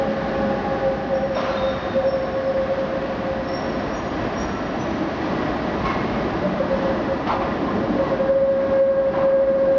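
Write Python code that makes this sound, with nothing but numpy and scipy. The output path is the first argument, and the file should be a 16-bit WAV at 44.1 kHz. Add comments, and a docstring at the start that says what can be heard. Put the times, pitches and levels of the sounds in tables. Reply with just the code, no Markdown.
"""First you hear a tram rumbling round a curve close by, its wheels howling on one low note.
The wheel rims chirp and scrape, and a gear whine sinks as the cars roll away under road bridges
across a paved plaza. Twice the tram clanks over rail joints. At the end the howl of a slipping
wheel grows so loud that a limiter turns everything down."""
import sys
import numpy as np
from scipy import signal
from scipy.fft import rfft, irfft
from scipy.io import wavfile
from scipy.ndimage import uniform_filter1d

SR = 44100
rng = np.random.default_rng(int(sys.argv[2]) if len(sys.argv) > 2 else 0)


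def persist_wave(psi):
    """Save psi, clipped to +-1, as 16-bit WAV."""
    counts = np.round(np.clip(psi, -1, 1) * 32767).astype(np.int16)
    wavfile.write(sys.argv[1], SR, np.atleast_2d(counts).T)


N = 431298
TIME, FREQS = np.arange(N) / SR, np.fft.rfftfreq(N, 1 / SR)


def gain_of(db):
    """Turns decibels into a number to multiply a sound by."""
    return 10 ** (np.asarray(db) / 20)


def evened(x):
    """Scales a signal so that its average power is 1."""
    return x / np.sqrt(np.mean(abs(x) ** 2) + 1e-20)


def curves(rows):
    """Joins the rows of a time table with straight lines, one curve for each column of values."""
    seconds, *columns = np.transpose(rows)
    return [np.interp(TIME, seconds, column) for column in columns]


def value_at(points, hz):
    """Looks up a frequency in a table, on a scale where octaves are evenly spaced."""
    table_hz, value = np.transpose(points)
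    return np.interp(np.log(hz + 1), np.log(table_hz + 1), value)


def colour(points, resonances):
    """The gain at each frequency: a broad shape with narrow peaks and dips on it."""
    peaks_db = sum(db / (1 + (2 * (FREQS - hz) / width) ** 2) for hz, width, db in resonances)
    return gain_of(value_at(points, FREQS) + peaks_db)


def drift(rate_hz):
    """A random wobble in size and phase, up to about the given rate."""
    count = 4096
    hz = np.fft.fftfreq(count, TIME[-1] / count)
    noise = rng.standard_normal(count) + 1j * rng.standard_normal(count)
    wobble = np.fft.ifft(noise / (1 + (hz / rate_hz) ** 2))
    return evened(np.interp(TIME, np.linspace(0, TIME[-1], count), wobble))


def pure_tone(hz):
    """A tone that follows a pitch curve, as complex numbers; the real part is the sound."""
    return np.exp(2j * np.pi * np.cumsum(hz) / SR)


# How long the plaza echoes. 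Each row: frequency in Hz, seconds to fade by 60 dB.
ECHO_TIMES = [(200, 1.5), (1500, 1.7), (6000, 1.4)]

def plaza_echo(sound):
    """Paving, bridges and house fronts throw back a wash of echoes; the treble dies first."""
    hz, age, noise = signal.stft(rng.standard_normal(SR), SR, nperseg=256)
    decay = gain_of(-60 * age / value_at(ECHO_TIMES, hz)[:, None])
    build_up = 1 - np.exp(-age / 0.017)
    tail = signal.istft(noise * decay * build_up, SR, nperseg=256)[1]
    return signal.fftconvolve(sound, tail / np.linalg.norm(tail))[:N]


# The rolling swells as the cars run in under the bridges. Each row: time in seconds, level in dB.
SWELL = [(0, -4), (1.2, -3), (2.1, -3), (4, -2), (5.7, 0.5), (6.4, -.5), (7.7, 1.5), (8.5, -2.2),
         (9.78, 0.3)]
# Four layers, low to high: ground rumble, car body drone, wheel roar, hiss.
# Each row: base level in dB, how strongly it follows the swell, dB lost per second once far off.
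LAYERS = [(-34.5, .9, 0.35), (-26.5, 1.2, 0), (-29, 1, 0.28), (-41.5, 1.05, 1.07)]
# Uneven track makes the low noise heave.
# Each row: middle in seconds, half length in seconds, change of rumble in dB, change of drone in dB.
TRACK_HEAVES = [(0.701, 0.69, 0, 1.9), (1.72, .16, 3.5, -1.5), (4.2, 0.29, 2, 0), (6.103, .3, 2.5, .5),
                (7.85, 0.19, 1.5, 3), (9.2, 0.97, 0.5, 1.5)]

def rolling_levels(far_off_s=5.15):
    """Each layer's level in dB: all swell, the two lowest heave, and distance takes the hiss away."""
    swell = curves(SWELL)[0]
    gone_s = np.maximum(TIME - far_off_s, 0)
    rumble, drone, roar, hiss = [db + follow * swell - loss * gone_s for db, follow, loss in LAYERS]
    for middle, half_length, rumble_db, drone_db in TRACK_HEAVES:
        heave = np.exp(-((TIME - middle) / half_length) ** 2)
        rumble, drone = rumble + rumble_db * heave, drone + drone_db * heave
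    return rumble, drone, roar, hiss


# The broad shape of the rolling noise. Each row: frequency in Hz, relative level in dB.
ROLLING_SHAPE = [(22, -38), (36, -25.5), (52, -14.5), (115, -16), (190, -6), (320, -0.5), (490, -9),
                 (620, -5.5), (1000, -17), (1350, -19), (2340, -30.5), (4000, -37.5), (5500, -43.5),
                 (7400, -63)]
# Peaks and dips that wheels, rails and car body add to it.
# Each row: frequency in Hz, width in Hz, boost in dB close by, boost in dB far off.
ROLLING_RESONANCES = [(62.4, 23, 5.5, 1), (80, 9.8, -6.5, -2), (134, 20, 2, -4.5), (197, 77, 2.5, 5.5),
                      (332, 110, -4.5, -0.5), (770, 120, 4, 1), (1003, 120, -1.5, 3.5),
                      (1100, 190, 8.5, 4.5), (1216, 43, 4.5, 3), (1484, 55, 10, 4), (1708, 220, 9.5, 5),
                      (1941, 66, 5, 8), (2700, 110, -1, 0.5)]
# How far the last car has gone. Each row: time in seconds, distance from 0 (close) to 1 (far).
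TRAM_DISTANCE = [(0, 0), (1.5, 0.18), (2.6, 0.63), (5, 1)]

def rolling(wander_db=1.27, grit_db=0.3):
    """Rough wheels on rough rails shake the ground, the car bodies and the steel itself."""
    roughness = rfft(rng.standard_normal(N))
    far = curves(TRAM_DISTANCE)[0]
    hz, width, near_db, far_db = np.transpose(ROLLING_RESONANCES)
    # A layer is fully on between its two corners; its core band sets how loud it is.
    corners_hz = [20, 130, 170, 420, 620, 1500, 2300, 8000]
    cores_hz = [(30, 150), (150, 480), (600, 1500), (2200, 5000)]
    out, levels = np.zeros(N), rolling_levels()
    for weight, boost_db in ((1 - far, near_db), (far, far_db)):
        spectrum = roughness * colour(ROLLING_SHAPE, zip(hz, width, boost_db))
        for layer, (low, high) in enumerate(cores_hz):
            band = np.interp(FREQS, corners_hz, np.repeat(np.arange(len(cores_hz)) == layer, 2))
            core_size = np.sqrt(2) * np.linalg.norm(spectrum[(FREQS > low) & (FREQS < high)]) / N
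            out += weight * gain_of(levels[layer]) * irfft(spectrum * band, N) / core_size
    return out * gain_of(wander_db * drift(1.2).real + grit_db * drift(35).real)


# The gears whine and the motors hum. Each row: time in seconds, pitch in Hz, level in dB.
GEAR_WHINE = [(0, 805, -32.5), (.6, 812, -34), (1.22, 782, -32.5), (1.5, 786, -47.5), (2.1, 731, -37),
              (3, 716, -40.5), (4.3, 682, -41), (5.5, 647, -57)]
MOTOR_HUM = [(0, 214.5, -28), (.42, 210, -26.5), (.55, 208.4, -36), (1.25, 204.6, -37.5), (1.7, 202.6, -38),
             (3, 196.5, -46)]

def drive_tone(rows, spread_hz):
    """Several axles turn at nearly the same speed, so their tones blur together."""
    hz, db = curves(rows)
    fade = np.clip(rows[-1][0] + 1 - TIME, 0, 1)  # over one second after the last row
    return np.sqrt(2) * gain_of(db) * fade * (pure_tone(hz) * drift(spread_hz)).real


# Wheels scrape and clank over the track. 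Each row: start in seconds, level in dB,
# rise in seconds, seconds to fade by 60 dB, added brightness in dB per octave.
CLANKS = [(1.32, -27, 0.085, 1.94, 1.7), (1.364, -29, .002, .06, -1), (5.845, -26, .012, 0.84, 1.5),
          (7.256, -23.5, 0.021, 0.3, -0.5), (7.284, -17, 0.013, 0.43, -3.5),
          (7.313, -31, 0.0056, 0.39, 1.5), (7.39, -26.5, 0.029, 0.9, -2), (9.12, -26, 0.032, 1.1, -3.5)]
# The broad shape of a clank. Each row: frequency in Hz, relative level in dB.
CLANK_SHAPE = [(150, -17), (500, -15), (780, 1), (1200, -1.5), (1600, -9), (2600, -13.5), (4200, -21),
               (6000, -31), (7400, -59)]
# The notes at which the steel rings. Each row: frequency in Hz, width in Hz, boost in dB.
STEEL_RESONANCES = [(740, 52, 8), (1034, 64, 6), (1218, 22, 7), (1380, 40, 3.5), (2150, 37, 3.5),
                    (2720, 33, 3)]

def clanks(rattle_db=1.5):
    """Each blow sets the wheel frame and rail rattling, then dies away under the bridges."""
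    out, age, hz = np.zeros(N), TIME[:SR], np.fft.rfftfreq(SR, 1 / SR)
    steel = np.interp(hz, FREQS, colour(CLANK_SHAPE, STEEL_RESONANCES))
    for start, db, rise, fade_s, tilt_db in CLANKS:
        envelope = np.minimum(age / rise, 1) * gain_of(db - 60 * np.maximum(age - rise, 0) / fade_s)
        brightness = gain_of(tilt_db * np.log2(hz + 100))
        rattle = evened(irfft(rfft(rng.standard_normal(SR)) * steel * brightness))
        part = out[round(start * SR):][:SR]
        part += (envelope * rattle)[:len(part)]
    return out * gain_of(rattle_db * drift(49).real)


# The wheels chirp and groan; the row at 4.198 s is the gear whine sounding an octave up. # Each row: start in
# seconds, length in seconds, first pitch in Hz, last pitch in Hz, relative level in dB.
SQUEAL_NOTES = [(1.135, 0.053, 5540, 5600, -48.5), (1.315, 0.12, 5550, 5440, -47),
                (1.335, 0.071, 3640, 3660, -46), (1.361, 0.017, 630, 586, -20.5),
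                (1.431, 0.2, 4090, 4060, -51.5), (1.423, 0.32, 1368, 1338, -37),
                (1.501, .27, 3656, 3703, -40.5), (1.67, 0.098, 5540, 5450, -53),
                (1.761, 0.29, 3655, 3655, -50.5), (1.95, 0.83, 1114, 1100, -43),
                (2.02, .15, 5530, 5360, -45.5), (2.445, 0.067, 5320, 5200, -52),
                (3.4, 0.21, 5390, 5540, -49.5), (3.504, 0.12, 5466, 5576, -42),
                (3.9, .12, 5580, 5800, -48), (3.94, .086, 6500, 6600, -57), (4.198, 0.74, 1350, 1315, -48),
                (4.336, .14, 5570, 5750, -43), (4.38, .07, 6560, 6600, -56.5),
                (4.776, 0.086, 5860, 6030, -50), (4.757, 0.44, 326, 321.5, -32),
                (5.81, .17, 2195, 2125, -36), (5.833, 0.06, 1077, 1082, -26),
                (6.397, 0.092, 581.6, 602, -25), (6.43, 0.094, 182.3, 184, -26),
                (7.634, .14, 1055, 1038, -33.5), (7.996, 0.095, 1095, 1068, -35.5)]

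def squeals(direct_db=0.9, echo_db=-2, roughness=0.85):
    """A wheel's rim touches the rail and briefly sings, and once the gears sing an octave up; the rough notes
    hang in the plaza."""
    out = np.zeros(N)
    for start, length, first_hz, last_hz, db in SQUEAL_NOTES:
        count = round(length * SR)
        blur_hz = 17 * (first_hz / 1000) ** 0.56  # a higher squeal is more blurred
        smoothing = np.exp(-0.5 * (np.fft.fftfreq(count, 1 / SR) / blur_hz / 2) ** 2)
        slips = rng.standard_normal(count) + 1j * rng.standard_normal(count)
        grip = evened(np.fft.ifft(np.fft.fft(slips) * smoothing))
        glide = pure_tone(np.linspace(first_hz, last_hz, count))
        note = evened(((1 + roughness * grip) * glide).real)
        out[round(start * SR):][:count] += gain_of(db) * signal.windows.tukey(count, 0.9) * note
    return gain_of(direct_db) * out + gain_of(echo_db) * plaza_echo(out)


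# Faint higher notes in a howl. Each row: multiple of the pitch, relative level in dB, blur in Hz.
OVERTONES = [(2, -28, 20), (3, -29.5, 18), (4, -42, 20)]

def howl(level, hz, second_wheel, beat_hz, scatter, waver_hz, overtone_db):
    """A wheel slips sideways and sings one note; a weaker wheel and echoes make it throb."""
    wheel = pure_tone(hz + waver_hz * drift(7).real)
    beat = pure_tone(beat_hz * (1 + 0.449 * drift(4.16).real))
    throb = evened(1 + second_wheel * beat + scatter * drift(13))
    tone = level * wheel * throb
    # The overtones throb on their own, so they follow only the slow strength of the slipping.
    slip = gain_of(overtone_db) * np.sqrt(abs(uniform_filter1d(level ** 2, size=16000)))
    for multiple, db, blur_hz in OVERTONES:
        flutter = evened(1 + 0.9 * drift(blur_hz))
        tone += slip * gain_of(db) * wheel ** round(multiple) * flutter
    return np.sqrt(2) * tone.real


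def howl_strength(rows, edge_s=0.05):
    """The strength of one stretch of howling, with a quick fade to silence at each end."""
    inside_s = np.minimum(TIME - rows[0][0], rows[-1][0] + 2 * edge_s - TIME)
    return gain_of(curves(rows)[0]) * np.clip(1 + inside_s / edge_s, 0, 1)


# How hard the wheels slip close by. Each row: time in seconds, level in dB.
NEAR_SLIP = [(0, -25), (.27, -30.5), (.47, -22), (.62, -29), (.88, -23), (1.0, -31.5), (1.14, -22),
             (1.28, -21.5), (1.38, -25.5), (1.72, -22), (1.92, -33), (1.98, -16.5), (2.3, -25.5),
             (2.76, -21.5), (2.86, -27.5), (3.7, -29), (4.2, -43)]
# Their note sags as the cars go by. Each row: time in seconds, pitch in Hz.
NEAR_NOTE = [(.4, 542.5), (.8, 537.3), (1.6, 531.5), (2.8, 534.5), (3.8, 533)]

def near_howl():
    """Several wheels howl at once as the cars pass, so the note throbs deeply."""
    return howl(howl_strength(NEAR_SLIP), curves(NEAR_NOTE)[0],
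                second_wheel=0.62, beat_hz=9, scatter=0.57, waver_hz=1.5, overtone_db=1.5)


# Deeper in the curve the wheels hoot. Each row: middle in seconds, length in seconds, level in dB.
FAR_HOOTS = [(6.61, 0.034, -18.5), (6.735, .1, -19), (6.89, 0.4, -23), (7.11, 0.13, -22.5),
             (7.492, 0.69, -32), (7.833, 0.1, -25), (8.009, 0.14, -18.5), (8.134, 0.064, -18),
             (8.222, 0.086, -14.5)]
# Then one wheel takes over and howls on. Each row: time in seconds, level in dB.
FAR_SLIP = [(8.27, -26.5), (8.3, -12), (8.42, -11), (8.71, -21.5), (8.82, -8), (9.09, -16.5),
            (9.145, -25.5), (9.235, -13), (9.4, -11), (9.61, -14), (9.72, -12)]

def far_howl(pitch_hz=541, echo_db=-9):
    """A distant wheel catches in hoots that echo under the bridges, then holds a loud, clear note."""
    hoots = sum(gain_of(db) * np.cos(np.pi * np.clip((TIME - middle) / length, -0.5, 0.5)) ** 2
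                for middle, length, db in FAR_HOOTS)
    catching = howl(hoots, pitch_hz,
                    second_wheel=0.2, beat_hz=9, scatter=0.33, waver_hz=3.9, overtone_db=0.5)
    holding = howl(howl_strength(FAR_SLIP), pitch_hz,
                   second_wheel=0.24, beat_hz=11, scatter=0.16, waver_hz=1.8, overtone_db=1.0)
    return catching + gain_of(echo_db) * plaza_echo(catching) + holding


def scene():
    """All the sounds of the tram, added up on one channel."""
    drive = drive_tone(GEAR_WHINE, spread_hz=15) + drive_tone(MOTOR_HUM, spread_hz=5.4)
    return (rolling() + near_howl() + far_howl() + drive + squeals() + clanks())[None]


def record(dry, threshold_db=-17.5, fall_db_per_s=26, squeeze=0.77, attack_s=0.0064, top_hz=7300):
    """A limiter turns loud moments down quickly and lets go slowly; then the top treble is cut."""
    power_db = 10 * np.log10(abs(uniform_filter1d(dry[0] ** 2, size=700)) + 1e-12)
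    held_db = np.maximum.accumulate(power_db + fall_db_per_s * TIME) - fall_db_per_s * TIME
    excess_db = np.maximum(held_db - threshold_db, 0)
    lag = np.exp(-1 / (attack_s * SR))
    cut_db = squeeze * signal.lfilter([1 - lag], [1, -lag], excess_db)
    lowpass = signal.firwin(161, top_hz, window=("kaiser", 9), fs=SR)
    return signal.oaconvolve(dry * gain_of(-cut_db), lowpass[None], "same")


dry = scene()
out = record(dry)
persist_wave(out)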